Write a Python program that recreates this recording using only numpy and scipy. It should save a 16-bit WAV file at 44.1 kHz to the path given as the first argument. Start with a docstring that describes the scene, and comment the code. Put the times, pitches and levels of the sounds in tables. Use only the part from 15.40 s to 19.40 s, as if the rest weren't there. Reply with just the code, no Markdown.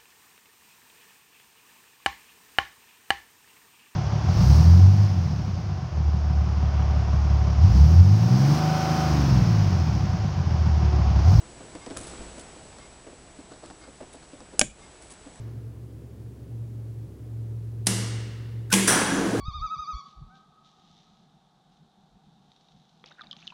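"""The last of an earlier clack's echo dies away over a wavering hum, in a bare lift machine room.
One contactor clacks in the control cabinet; a second squeaks, slams in and sets the panel booming.
The brake lifts with a ringing steel clatter, its lining rubs, and the hoist motor starts to growl.
Tones and fan noise make the hum; impulses shape noise into cracks, panel modes and wall echo;
throbbing noise drives the motor's resonances."""
import sys
import numpy as np
from scipy import signal
from scipy.fft import rfft, irfft
from scipy.io import wavfile
from scipy.ndimage import uniform_filter1d

SR = 44100
rng = np.random.default_rng(int(sys.argv[2]) if len(sys.argv) > 2 else 0)


def to_wav(s):
    """Save 16-bit WAV."""
    ch = np.atleast_2d(s).T  # columns
    pcm = np.round(np.clip(ch, -1, 1) * 32767)  # PCM
    wavfile.write(sys.argv[1], SR, pcm.astype(np.int16))


N = 176400  # samples: four seconds
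T = np.arange(N) / SR  # time [s]


def undb(db):
    """Turns decibels into an amplitude factor."""
    return 10 ** (np.asarray(db) / 20)


def unit(x):
    """Scales to rms 1, for sounds that last."""
    return x / np.sqrt(np.mean(x ** 2))


def norm(x):
    """Scales to energy 1, for sounds that die away."""
    return x / np.sqrt(np.sum(x ** 2))


def noise():
    """White noise for the whole scene."""
    return rng.standard_normal(N)


def curve(rows):
    """Draws straight lines through the (t, level) rows of a table."""
    return np.interp(T, *np.array(rows).T)


def lookup(rows, hz):
    """Reads a table on a log-frequency axis."""
    f, v = np.array(rows).T
    return np.interp(np.log(np.maximum(hz, 1)), np.log(f), v)


def conv(a, b):
    """Convolves, cut to the scene's length."""
    return signal.fftconvolve(a, b)[:N]


def colour(x, rows):
    """Filters to a spectrum, with minimum phase so that nothing sounds before its blow."""
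    size = 2 ** 13
    hz = np.arange(size // 2 + 1) * SR / size
    cepstrum = irfft(np.log(undb(lookup(rows, hz))))
    # Folding the cepstrum onto positive times makes the filter causal
    cepstrum[1:size // 2] *= 2
    cepstrum[size // 2 + 1:] = 0
    return conv(x, irfft(np.exp(rfft(cepstrum))))


def fade(t60):
    """Exponential decay by 60 dB in t60 seconds."""
    return np.exp(-np.log(1000) * T / t60)


def resonate(x, rows):
    """Drives parallel resonances, (f/Hz, width/Hz, level/dB), with alternating signs."""
    out = 0
    for k, (hz, width, db) in enumerate(rows):
        b, a = signal.iirpeak(hz, hz / width, fs=SR)
        out = out + (-1) ** k * undb(db) * signal.lfilter(b, a, x)
    return out


def walk(rate):
    """Slow random wander, rms 1, with a new target rate times a second."""
    k = int(SR / rate)
    steps = np.repeat(rng.standard_normal(N // k + 1), k)
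    smooth = uniform_filter1d(uniform_filter1d(steps, k), k)
    return unit(smooth[:N])


def blows(rows):
    """One impulse for each blow, (t/s, level/dB)."""
    out = np.zeros(N)
    for s, db in rows:
        out[int(s * SR)] += undb(db)
    return out


def ringing(hits, t60, build_s):
    """Amplitude envelope of blows whose energies build up, add and die away."""
    keep = np.exp(-2 * np.log(1000) / (t60 * SR))
    lag = np.exp(-1 / (build_s * SR))
    energy = signal.lfilter([1], [1, -keep], hits ** 2 + 1e-20)
    return np.sqrt(signal.lfilter([1 - lag], [1, -lag], energy))


def crack(hits, spectrum, t60, rise_s=0.00093):
    """The dense, short ring of the struck parts themselves."""
    return norm(colour(noise() * ringing(hits, t60, rise_s), spectrum))


# Reverberation time of the bare room: columns f/Hz [Hz], t60/s [s]
REVERB_TIME = [(100, .9), (300, 1.85), (700, 1.3), (1500, 1.7), (2800, 1.51), (5400, 1.0), (8000, 0.79),
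               (11000, 0.55), (16000, .44)]


def room(hits, build_s):
    """Diffuse echo of the hard walls: noise in bands, the treble dying before the middle."""
    spectrum = rfft(noise())
    hz = np.arange(N // 2 + 1) * SR / N
    out = 0
    for k, (_, t60) in enumerate(REVERB_TIME):
        # Each band fades into its neighbours
        band = [(row[0], float(j == k)) for j, row in enumerate(REVERB_TIME)]
        out = out + irfft(spectrum * lookup(band, hz), N) * ringing(hits, t60, build_s)
    return norm(out)


def wavering_tone(hz, drift):
    """Sine of rms 1 whose pitch wanders by the fraction drift."""
    wandering_hz = hz * (1 + drift * walk(5.98))
    return np.sqrt(2) * np.sin(2 * np.pi * np.cumsum(wandering_hz) / SR)


# Course of the hum, before its random waver: columns t/s [s], level/dB [dB]
HUM_COURSE = [(0, -38), (.33, -37), (.5, -46), (.72, -45), (1.03, -49.5), (1.19, -34.5), (1.44, -40),
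              (1.62, -36), (1.69, -40.5), (1.745, -58), (1.8, -42.5), (1.9, -33.5), (2.15, -36), (2.4, -33),
              (2.9, -34), (3.2, -37), (3.29, -40), (3.8, -45), (4, -29)]
# Relative spectrum of the fan noise: columns f/Hz [Hz], level/dB [dB per Hz]
FAN_SPECTRUM = [(25, -47), (35, -9.5), (44, -14), (60, -24), (90, -6), (160, -1.5), (270, -2.5),
                (400, -4.5), (520, -13), (700, -20), (1200, -27.5), (2500, -33.5), (6000, -37.5),
                (11000, -38), (12000, -41), (15800, -39.5)]


def machinery():
    """Background: two low tones and a fluttering narrow band waver over steady fan noise."""
    hum_hz, shaft_hz = 113.46, 68.7
    shaft_db, flutter_db, fan_db = -49, -45.5, -49
    hum = wavering_tone(hum_hz, drift=0.0049) * undb(curve(HUM_COURSE) + 1.9 * walk(7.1))
    shaft = wavering_tone(shaft_hz, drift=0.0045) * undb(shaft_db + 0.93 * walk(1.1))
    band = [(115.2, 31, 0)]  # f/Hz, width/Hz, level/dB
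    flutter = unit(resonate(resonate(noise(), band), band))
    fan = unit(colour(noise(), FAN_SPECTRUM))
    return hum + shaft + undb(flutter_db) * flutter + undb(fan_db) * fan


# Relative spectrum of the earlier clack's echo: columns f/Hz [Hz], level/dB [dB per Hz]
OLD_ECHO_SPECTRUM = [(150, -7), (400, 0), (1000, -6), (1600, -9), (3000, -18), (5500, -18), (8000, -29),
                     (15800, -44)]


def dying_echo(echo_db=-18.5):
    """The last of an earlier clack's echo fades off the walls at the start."""
    echo = room(blows([(0, 0)]), build_s=.001)
    return undb(echo_db) * norm(colour(echo, OLD_ECHO_SPECTRUM))


# Resonances of the motor and its bed: columns f/Hz [Hz], width/Hz [Hz], level/dB [dB]
MOTOR_MODES = [(166, 20, -3.5), (193.4, 7.7, 6), (258.6, 33, -2.5), (279.8, 7.9, 6), (326.6, 10, 3),
               (379.6, 12, -1), (450, 29, -0.5), (518, 25, -4)]
# Relative spectrum of the force that drives them: columns f/Hz [Hz], level/dB [dB per Hz]
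DRIVE_SPECTRUM = [(50, -25.5), (150, 0), (520, 0.5), (1200, -13.5), (5000, -30)]
# Relative course of the growl: columns t/s [s], level/dB [dB]
EFFORT_COURSE = [(3.35, -64), (3.52, -1), (3.66, -6), (3.78, 3.5), (3.9, 3.5), (4, 4)]
# Relative spectrum of the rush of gears: columns f/Hz [Hz], level/dB [dB per Hz]
RUSH_SPECTRUM = [(30, -10), (60, -16), (200, -8), (450, -3.5), (750, -3), (1000, -6.5), (1600, -10.5),
                 (2300, -20), (4500, -19.5), (10500, -23.5), (12000, -35), (15800, -39)]


def motor(growl_db=-28, rush_db=-34.0, throb_db=3, rush_fall_db_per_s=5):
    """The starting motor throbs through its bed and brightens, with a smooth rush of gears."""
    throb_hz, split_hz = 43.25, 400
    brighten_db_per_s, pivot_s = 33.5, 3.99  # no gain or loss at the pivot
    gears_start_s, gears_rise_s = 3.48, 0.092

    throb_phase = 2 * np.pi * np.cumsum(throb_hz * (1 + 0.0416 * walk(15))) / SR
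    throb = undb(throb_db * np.cos(throb_phase))
    drive = colour(noise() * throb, DRIVE_SPECTRUM)
    low = resonate(drive, [row for row in MOTOR_MODES if row[0] < split_hz])
    high = resonate(drive, [row for row in MOTOR_MODES if row[0] >= split_hz])
    # The upper resonances gain as the motor gathers speed
    brightening = undb(brighten_db_per_s * (T - pivot_s))
    growl = (low + high * brightening) / np.std(low + high) * undb(curve(EFFORT_COURSE))

    gears_in = np.clip((T - gears_start_s) / gears_rise_s, 0, 1)
    running = gears_in * undb(-rush_fall_db_per_s * (T - pivot_s))
    rush = running * unit(colour(noise(), RUSH_SPECTRUM))
    return undb(growl_db) * growl + undb(rush_db) * rush


# The rub until the lining clears the drum, before its flicker: columns t/s [s], level/dB [dB]
RUB_COURSE = [(3.5, -90), (3.62, -58), (3.76, -34.5), (3.86, -42.5), (4, -56)]
# Resonances that the rubbing excites: columns f/Hz [Hz], width/Hz [Hz], level/dB [dB]
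RUBBED_MODES = [(1550, 270, 2), (3370, 55, -10), (6000, 210, -3), (7100, 120, -1), (9570, 47, -6),
                (10500, 260, -9.5)]


def lining():
    """The lining drags on the turning drum: noise keeps the steel singing."""
    return unit(resonate(noise(), RUBBED_MODES)) * undb(curve(RUB_COURSE) + 1.7 * walk(40))


# Blows of the brake's steel parts: columns t/s [s], level/dB [dB]
CLATTER_BLOWS = [(3.4738, 3.5), (3.4768, 4), (3.4805, -10), (3.487, 2), (3.4915, -8), (3.498, -2),
                 (3.5045, 0), (3.516, -10), (3.524, -2), (3.55, -9), (3.587, -21)]
# Relative spectrum of their direct crack: columns f/Hz [Hz], level/dB [dB per Hz]
CLATTER_CRACK = [(100, -15), (300, 6.5), (900, -15.5), (1300, -3), (1600, 5.5), (2200, -8.5), (3200, -9),
                 (4200, -13), (5800, -4.5), (7000, -11.5), (9400, 1), (10800, -6.5), (12000, -21),
                 (15800, -19)]
# Relative spectrum of their echo: columns f/Hz [Hz], level/dB [dB per Hz]
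CLATTER_ECHO = [(100, -23), (170, 0.5), (300, -0.5), (420, -7.5), (600, -9.5), (900, -9), (1200, -5),
                (1650, -9), (2200, -11.5), (3200, -14.5), (4200, -15.5), (5800, -13), (7000, -14),
                (9400, -6), (10800, -13.5), (12000, -22), (15800, -26)]
# Resonances of the brake's steel: columns f/Hz [Hz], width/Hz [Hz], level/dB [dB]
STEEL_MODES = [(892, 43, -4.5), (1490, 125, -4), (1697, 97, -1.5), (3310, 45, -8), (4860, 43, -8),
               (5860, 180, -4), (7040, 42, -11), (7900, 260, -11), (9430, 76, 1.5), (10700, 150, -19)]
# The brake arms reach their stops: columns t/s [s], level/dB [dB]
ARM_STOPS = [(3.506, -2.5), (3.525, -5), (3.551, -3.5), (3.571, -9), (3.615, -3.5)]
# Relative spectrum of those thuds: columns f/Hz [Hz], level/dB [dB per Hz]
THUD_SPECTRUM = [(30, -10), (70, -12), (180, 6), (300, 5.5), (450, 4.5), (650, 0.5), (1000, -6.5),
                 (1500, -2), (2500, -9), (6000, -47), (15800, -52)]


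def brake(crack_db=13, clatter_db=15.5, ring_db=13.0, thud_db=8.0):
    """Steel parts clatter and thud across the room, and ring on in its echo."""
    hits = blows(CLATTER_BLOWS)
    direct = crack(hits, CLATTER_CRACK, t60=0.099)
    thuds = crack(blows(ARM_STOPS), THUD_SPECTRUM, t60=0.085)
    clatter = norm(colour(room(hits, build_s=0.0034), CLATTER_ECHO))
    ring = norm(resonate(room(hits, build_s=0.0017), STEEL_MODES))
    near = undb(crack_db) * direct + undb(thud_db) * thuds
    return near + undb(clatter_db) * clatter + undb(ring_db) * ring


# The armature catches as it slides in: columns t/s [s], level/dB [dB]
CATCHES = [(3.302, -7), (3.3155, -5)]
# Resonance of the squeak: columns f/Hz [Hz], width/Hz [Hz], level/dB [dB]
SQUEAK_MODE = [(1530, 130, 0)]
# Relative spectrum of the scrape: columns f/Hz [Hz], level/dB [dB per Hz]
SCRAPE_SPECTRUM = [(300, -9), (2000, -6), (10000, -4), (13000, -11)]


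def armature(squeak_db=-3, scrape_db=-12):
    """A short squeak and scrape of noise as the main contactor's armature slides in."""
    slide = ringing(blows(CATCHES), t60=.06, build_s=0.0035)
    squeak = resonate(resonate(noise(), SQUEAK_MODE), SQUEAK_MODE) * slide
    scrape = colour(noise() * slide, SCRAPE_SPECTRUM)
    return undb(squeak_db) * norm(squeak) + undb(scrape_db) * norm(scrape)


# Modes of the cabinet panel and frame: columns f/Hz [Hz], level/dB [dB], t60/s [s]
PANEL_MODES = [(194, -0.5, 0.79), (235, -19, 1), (339, -17, 1), (366.7, -16.5, .6), (407, -20, .5),
               (473, -19, 1), (1640, -15.5, 0.4), (3332, -20, 0.83)]


def contactor(rows, spectrum, echo, crack_t60, crack_db, room_db, panel_db):
    """Each blow cracks in the plastic housing; the hardest rings the panel; the room answers."""
    hits = blows(rows)
    direct = crack(hits, spectrum, crack_t60)
    walls = norm(colour(room(hits, build_s=.003), echo))
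    modes = sum(undb(db) * np.sin(2 * np.pi * hz * T) * fade(t60) for hz, db, t60 in PANEL_MODES)
    panel = modes * (1 - np.exp(-T / 0.0046))  # soft onset, time constant in s
    hardest = max(rows, key=lambda row: row[1])
    boom = norm(conv(blows([hardest]), panel))
    return undb(crack_db) * direct + undb(room_db) * walls + undb(panel_db) * boom


# Blows of the first contactor: columns t/s [s], level/dB [dB]
FIRST_HITS = [(2.4617, -24), (2.468, -2), (2.4692, 4), (2.4712, -6)]
# Relative spectrum of its direct crack: columns f/Hz [Hz], level/dB [dB per Hz]
FIRST_DIRECT = [(80, -19), (180, 6), (474, -4), (866, -8.5), (1500, -8.5), (3000, -6), (4040, -2),
                (5200, -0.5), (7390, -6.5), (8810, 1.5), (10600, -2.5), (11900, -19), (15800, -26.5)]
# Relative spectrum of its echo: columns f/Hz [Hz], level/dB [dB per Hz]
FIRST_ECHO = [(100, -24.5), (190, 14), (290, 5), (460, 6.5), (560, -1), (680, -0.5), (800, -2.5),
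              (1150, -3), (1600, -3), (1950, 0), (2200, -0.5), (2450, -8), (2780, 2), (3250, -3.5),
              (3580, -1), (3850, -3), (4300, -0.5), (5500, 2.5), (7000, 0), (8810, 4), (10800, 0),
              (12000, -10), (15800, -23)]


def first_contactor():
    """A single clack: a tight cluster of blows with a short crack."""
    return contactor(FIRST_HITS, FIRST_DIRECT, FIRST_ECHO,
                     crack_t60=.018, crack_db=9.0, room_db=9, panel_db=4.5)


# Blows of the main contactor, as contacts touch, armature lands and rebounds:
# columns t/s [s], level/dB [dB]
MAIN_HITS = [(3.3165, -21), (3.3221, -9), (3.3259, 1), (3.3283, -1), (3.3360, -3), (3.3377, 0),
             (3.3412, -9)]
# Relative spectrum of its direct crack: columns f/Hz [Hz], level/dB [dB per Hz]
MAIN_DIRECT = [(80, -32.5), (180, -9), (300, -21), (647, -24.5), (880, -8), (1250, -16.5), (1500, -20),
               (2300, -8), (4630, -14.5), (5740, -9.5), (8980, -17), (10500, -11), (12000, -21),
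               (15800, -29)]
# Relative spectrum of its echo: columns f/Hz [Hz], level/dB [dB per Hz]
MAIN_ECHO = [(100, -20), (170, -19), (260, -8), (330, -2), (460, -6.5), (540, -15.5), (800, -16),
             (1050, -12.5), (1400, -18), (1620, -14.5), (1950, -11), (2600, -12), (3200, -12),
             (4200, -16.5), (5460, -15), (8000, -10.5), (10500, -10), (12000, -22), (15800, -29)]


def main_contactor():
    """The heavier slam, with a stronger panel boom and echo."""
    return contactor(MAIN_HITS, MAIN_DIRECT, MAIN_ECHO,
                     crack_t60=.023, crack_db=12.0, room_db=14.5, panel_db=15.5)


def scene():
    """Sums the machine room, from the background to the cabinet, in one channel."""
    background = machinery() + dying_echo()
    hoist = motor() + lining() + brake()
    cabinet = armature() + first_contactor() + main_contactor()
    return (background + hoist + cabinet)[None]


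def record(dry):
    """The microphone's recorder rounds the loudest peaks and cuts the top."""
    ceiling, top_hz = .7, 15850  # full-scale fraction; Hz
    rounded = dry / (1 + (dry / ceiling) ** 4) ** (1 / 4)
    low_pass = signal.ellip(10, .2, 70, top_hz, fs=SR, output="sos")
    return signal.sosfilt(low_pass, rounded)


dry = scene()
out = record(dry)
to_wav(out)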